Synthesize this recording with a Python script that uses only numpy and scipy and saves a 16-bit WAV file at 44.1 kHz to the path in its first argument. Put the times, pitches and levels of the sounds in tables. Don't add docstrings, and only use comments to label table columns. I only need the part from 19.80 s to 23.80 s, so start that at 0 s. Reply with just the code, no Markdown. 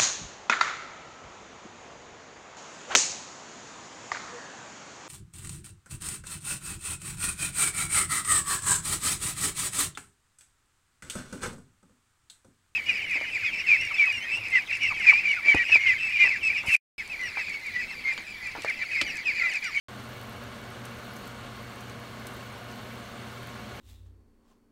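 import sys
import numpy as np
from scipy import signal
from scipy.fft import rfft, irfft
from scipy.io import wavfile
from scipy.ndimage import uniform_filter1d

SR = 44100
rng = np.random.default_rng(int(sys.argv[2]) if len(sys.argv) > 2 else 0)


def output_pcm(signal):
    pcm = np.clip(np.atleast_2d(signal).T, -1, 1) * 32767
    wavfile.write(sys.argv[1], SR, np.round(pcm).astype(np.int16))


N = 176400
TIME = np.arange(N) / SR


def amp(db):
    return 10 ** (np.asarray(db) / 20)


def unit(x):
    return x / np.sqrt(np.mean(x ** 2) + 1e-20)


def level_at(spectrum, hz):
    f, db = np.transpose(spectrum)
    return np.interp(np.log(hz + 1), np.log(f), db)


def add(mix, s, sound):
    part = mix[round(s * SR):][:len(sound)]
    part += sound[:len(part)]


def noise(gain, size=N):
    white = rfft(rng.standard_normal(size))
    return unit(irfft(white * gain(np.fft.rfftfreq(size, 1 / SR)), size))


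def drift(rate_hz):
    return noise(lambda f: (f > 0) * np.exp(-(f / rate_hz) ** 2))


def shower(sound, per_s, spread_db):
    sizes = amp(spread_db * np.minimum(rng.exponential(1, N), 5))
    impulses = sizes * rng.choice([-1, 1], N) * (rng.random(N) < per_s / SR)
    return signal.oaconvolve(impulses, sound)[:N]


# f/Hz, level/dB
HUM_TONES = [(119.98, -49.5), (184, -68), (479.9, -58)]
def mains_hum(waver_rad=.06):
    out = np.zeros(N)
    for hz, db in HUM_TONES:
        phase = 2 * np.pi * (hz * TIME + rng.random()) + waver_rad * drift(1.7)
        out += np.sqrt(2) * amp(db) * np.sin(phase)
    return out


def kitchen_echoes(direct, echo_db=-12, first_s=.004, last_s=.035, above_hz=3200, count=24):
    delays = np.linspace(first_s, last_s, count) + rng.uniform(0, 0.000998, count)
    taps = rng.choice([-1, 1], count) / np.sqrt(delays)
    taps *= amp(echo_db) / np.linalg.norm(taps)
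    treble = signal.sosfilt(signal.butter(2, above_hz, "high", fs=SR, output="sos"), direct)
    out = direct.copy()
    for s, gain in zip(delays, taps):
        add(out, s, gain * treble)
    return out


# f/Hz, relative level/dB
FLAME_SPECTRUM = [(20, -30), (33, -11), (50, -1), (92, 3.5), (125, 1), (165, -6), (300, -7.5), (600, -33),
                  (1500, -55)]
def burner(level_db=-51):
    return amp(level_db) * noise(lambda f: amp(level_at(FLAME_SPECTRUM, f)))


# f/Hz, relative level/dB
RUSH_SPECTRUM = [(100, -45), (320, -0.5), (600, 1.5), (780, -3), (1000, -2), (1200, 2), (1700, 0.5),
                 (1890, -5.5), (2100, -2.5), (2450, -6.5), (3100, -5.5), (3950, -8), (4500, -8.5),
                 (4850, -15.5), (6500, -15), (7500, -19), (9000, -19.5), (12000, -24.5), (16000, -28.5)]
# f/Hz, width/Hz, level/dB
HOLLOW_RESONANCES = [(226, 57, -49.5), (385.5, 45, -58.5), (581, 48, -59), (709, 45, -58),
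                     (841.5, 27, -64.5), (949, 19, -66.5), (1075.5, 33, -57.5), (1143, 83, -61.5),
                     (1460, 100, -58.5), (2046, 57, -65.5), (2246, 62, -62), (2760, 68, -66),
                     (2936, 75, -66), (4346, 240, -68), (5290, 66, -76), (6250, 71, -82)]
def steam_rush(hiss_db=-47, patch_db=0.66):
    air = amp(hiss_db) * noise(lambda f: amp(level_at(RUSH_SPECTRUM, f)))
    for hz, width, db in HOLLOW_RESONANCES:
        air += amp(db) * noise(lambda f: 1 / (1 + ((f - hz) / (0.55 * width)) ** 2))
    frames = signal.stft(air, nperseg=512, noverlap=384)[2]
    patches = uniform_filter1d(rng.standard_normal(frames.shape), size=9, axis=0)
    patches = unit(uniform_filter1d(patches, size=20, axis=1))
    return signal.istft(frames * amp(patch_db * patches), nperseg=512, noverlap=384)[1][:N]


# f/Hz, level/dB of each bubble size
BUBBLE_LEVELS = [(500, -66.5), (1200, -66), (2500, -69.5), (4000, -74), (5200, -79.5), (8500, -74.5)]
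def coffee_bubbles(per_s=2600, decay_cycles=6.55, pitch_rise=0.0553, sizes=36):
    t, out = np.arange(SR // 20) / SR, np.zeros(N)
    for hz in np.geomspace(BUBBLE_LEVELS[0][0], BUBBLE_LEVELS[-1][0], sizes):
        age = t * hz / decay_cycles
        envelope = (1 - np.exp(-t * hz)) * np.exp(-age)
        glide = 1 + pitch_rise * np.minimum(age, 4) / 2
        ring = envelope * np.sin(2 * np.pi * hz * t * glide)
        out += amp(level_at(BUBBLE_LEVELS, hz)) * unit(shower(ring, per_s / sizes, spread_db=2.5))
    return out


def foam_pop(hz, rise_s=.00008, decay_s=.0001, scatter_db=-20, scatter_s=.003):
    t = np.arange(SR // 50) / SR
    envelope = (1 - np.exp(-t / rise_s)) ** 2 * np.exp(-t / decay_s)
    ping = envelope / envelope.max() * np.sin(2 * np.pi * hz * t)
    scatter = noise(lambda f: 1 / (1 + ((f - hz) / 3000) ** 2), len(t)) * np.exp(-t / scatter_s)
    return ping + amp(scatter_db) * scatter


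# t/s, level/dB
FIZZ_LEVELS = [(0, -71), (.3, -65), (.62, -67), (.75, -75), (1.0, -71), (1.25, -62), (1.48, -67),
               (1.6, -74), (1.85, -65.5), (2.2, -71), (2.55, -64.5), (2.85, -67), (3.1, -64), (3.4, -68.5),
               (4, -67)]
# t/s, peak level/dB, f/Hz
LARGE_POPS = [(.2947, -39, 13500), (.3963, -42, 12500), (.4134, -37, 12500), (.4335, -38, 12000),
              (0.496, -37, 12000), (.6369, -40, 12500), (.8163, -42, 13000), (.9044, -39, 11500),
              (1.1483, -45, 12500), (1.3376, -43, 13000), (1.829, -41, 13000), (2.2004, -40, 12500),
              (2.3985, -39, 13000), (3.1378, -40, 12000), (3.6722, -36, 11500)]
def foam(per_s=640, low_hz=10500, high_hz=15000, sizes=10):
    pitches = np.linspace(low_hz, high_hz, sizes)
    fizz = sum(shower(foam_pop(hz), per_s / sizes, spread_db=3.5) for hz in pitches)
    out = amp(np.interp(TIME, *np.transpose(FIZZ_LEVELS))) * unit(fizz)
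    for s, db, hz in LARGE_POPS:
        add(out, s, amp(db) * foam_pop(hz))
    return out


# f/Hz, relative level/dB
SPIT_SPECTRUM = [(500, -12), (2500, 0), (6000, 5.5), (9500, 4), (12000, 2.5), (16000, -7)]
# t/s, level/dB, tilt/(dB per octave), wall ring level/dB
DROPLETS = [(1.053, -36, 2, -56), (1.3655, -43, 1, -46), (1.475, -41, 6, -57), (2.007, -40, 5, -56),
            (2.097, -41.5, -3, -51), (2.469, -34, 1, -57), (2.915, -50, -4, -53)]
def droplet_spits(rise_s=.00012, crack_s=.00091, scatter_db=-10, scatter_s=.0088):
    wall_hz, wall_decay_s, pivot_hz = 6240, .0058, 8000
    t, out = np.arange(SR // 16) / SR, np.zeros(N)
    decay = np.hypot(np.exp(-t / crack_s), amp(scatter_db) * np.exp(-t / scatter_s))
    envelope = (1 - np.exp(-t / rise_s)) * decay
    wall_ring = np.exp(-t / wall_decay_s) * np.sin(2 * np.pi * wall_hz * t)
    for s, db, tilt, ring_db in DROPLETS:
        def colour(f):
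            octaves = np.log2(np.maximum(f / pivot_hz, .5))
            return amp(level_at(SPIT_SPECTRUM, f) + tilt * octaves)
        crack = envelope * noise(colour, len(t))
        add(out, s, amp(db) * crack + amp(ring_db) * wall_ring)
    return out


# t/s, relative level/dB
BOIL_STRENGTH = [(0, 0), (.25, 0), (.55, 0.2), (.72, -0.3), (.95, 0), (1.08, 0.3), (1.2, 0.3), (1.35, .3),
                 (1.5, 0.5), (1.68, 0), (2.0, .1), (2.27, -.4), (2.45, .6), (2.8, -0.1), (3.08, .5),
                 (3.25, 0), (3.45, .5), (4, 0.5)]
def scene():
    flicker_db = 0.45 * drift(rate_hz=60)
    flow = amp(np.interp(TIME, *np.transpose(BOIL_STRENGTH)) + flicker_db)
    background = mains_hum() + burner()
    brew = kitchen_echoes(flow * (steam_rush() + coffee_bubbles()))
    return (background + brew + foam() + droplet_spits())[None]


def record(dry):
    port_hz, port_width_hz, port_db = 10400, 480, -4.5
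    cut_in_s, band_limit_hz = .084, 15800
    f = np.fft.rfftfreq(N, 1 / SR)
    port_dip = amp(port_db * np.exp(-((f - port_hz) / port_width_hz) ** 2))
    live = irfft(rfft(dry) * port_dip, N) * (TIME >= cut_in_s)
    lowpass = signal.firwin(801, band_limit_hz, window=("kaiser", 8), fs=SR)
    return signal.oaconvolve(live, lowpass[None], "same")


dry = scene()
out = record(dry)
output_pcm(out)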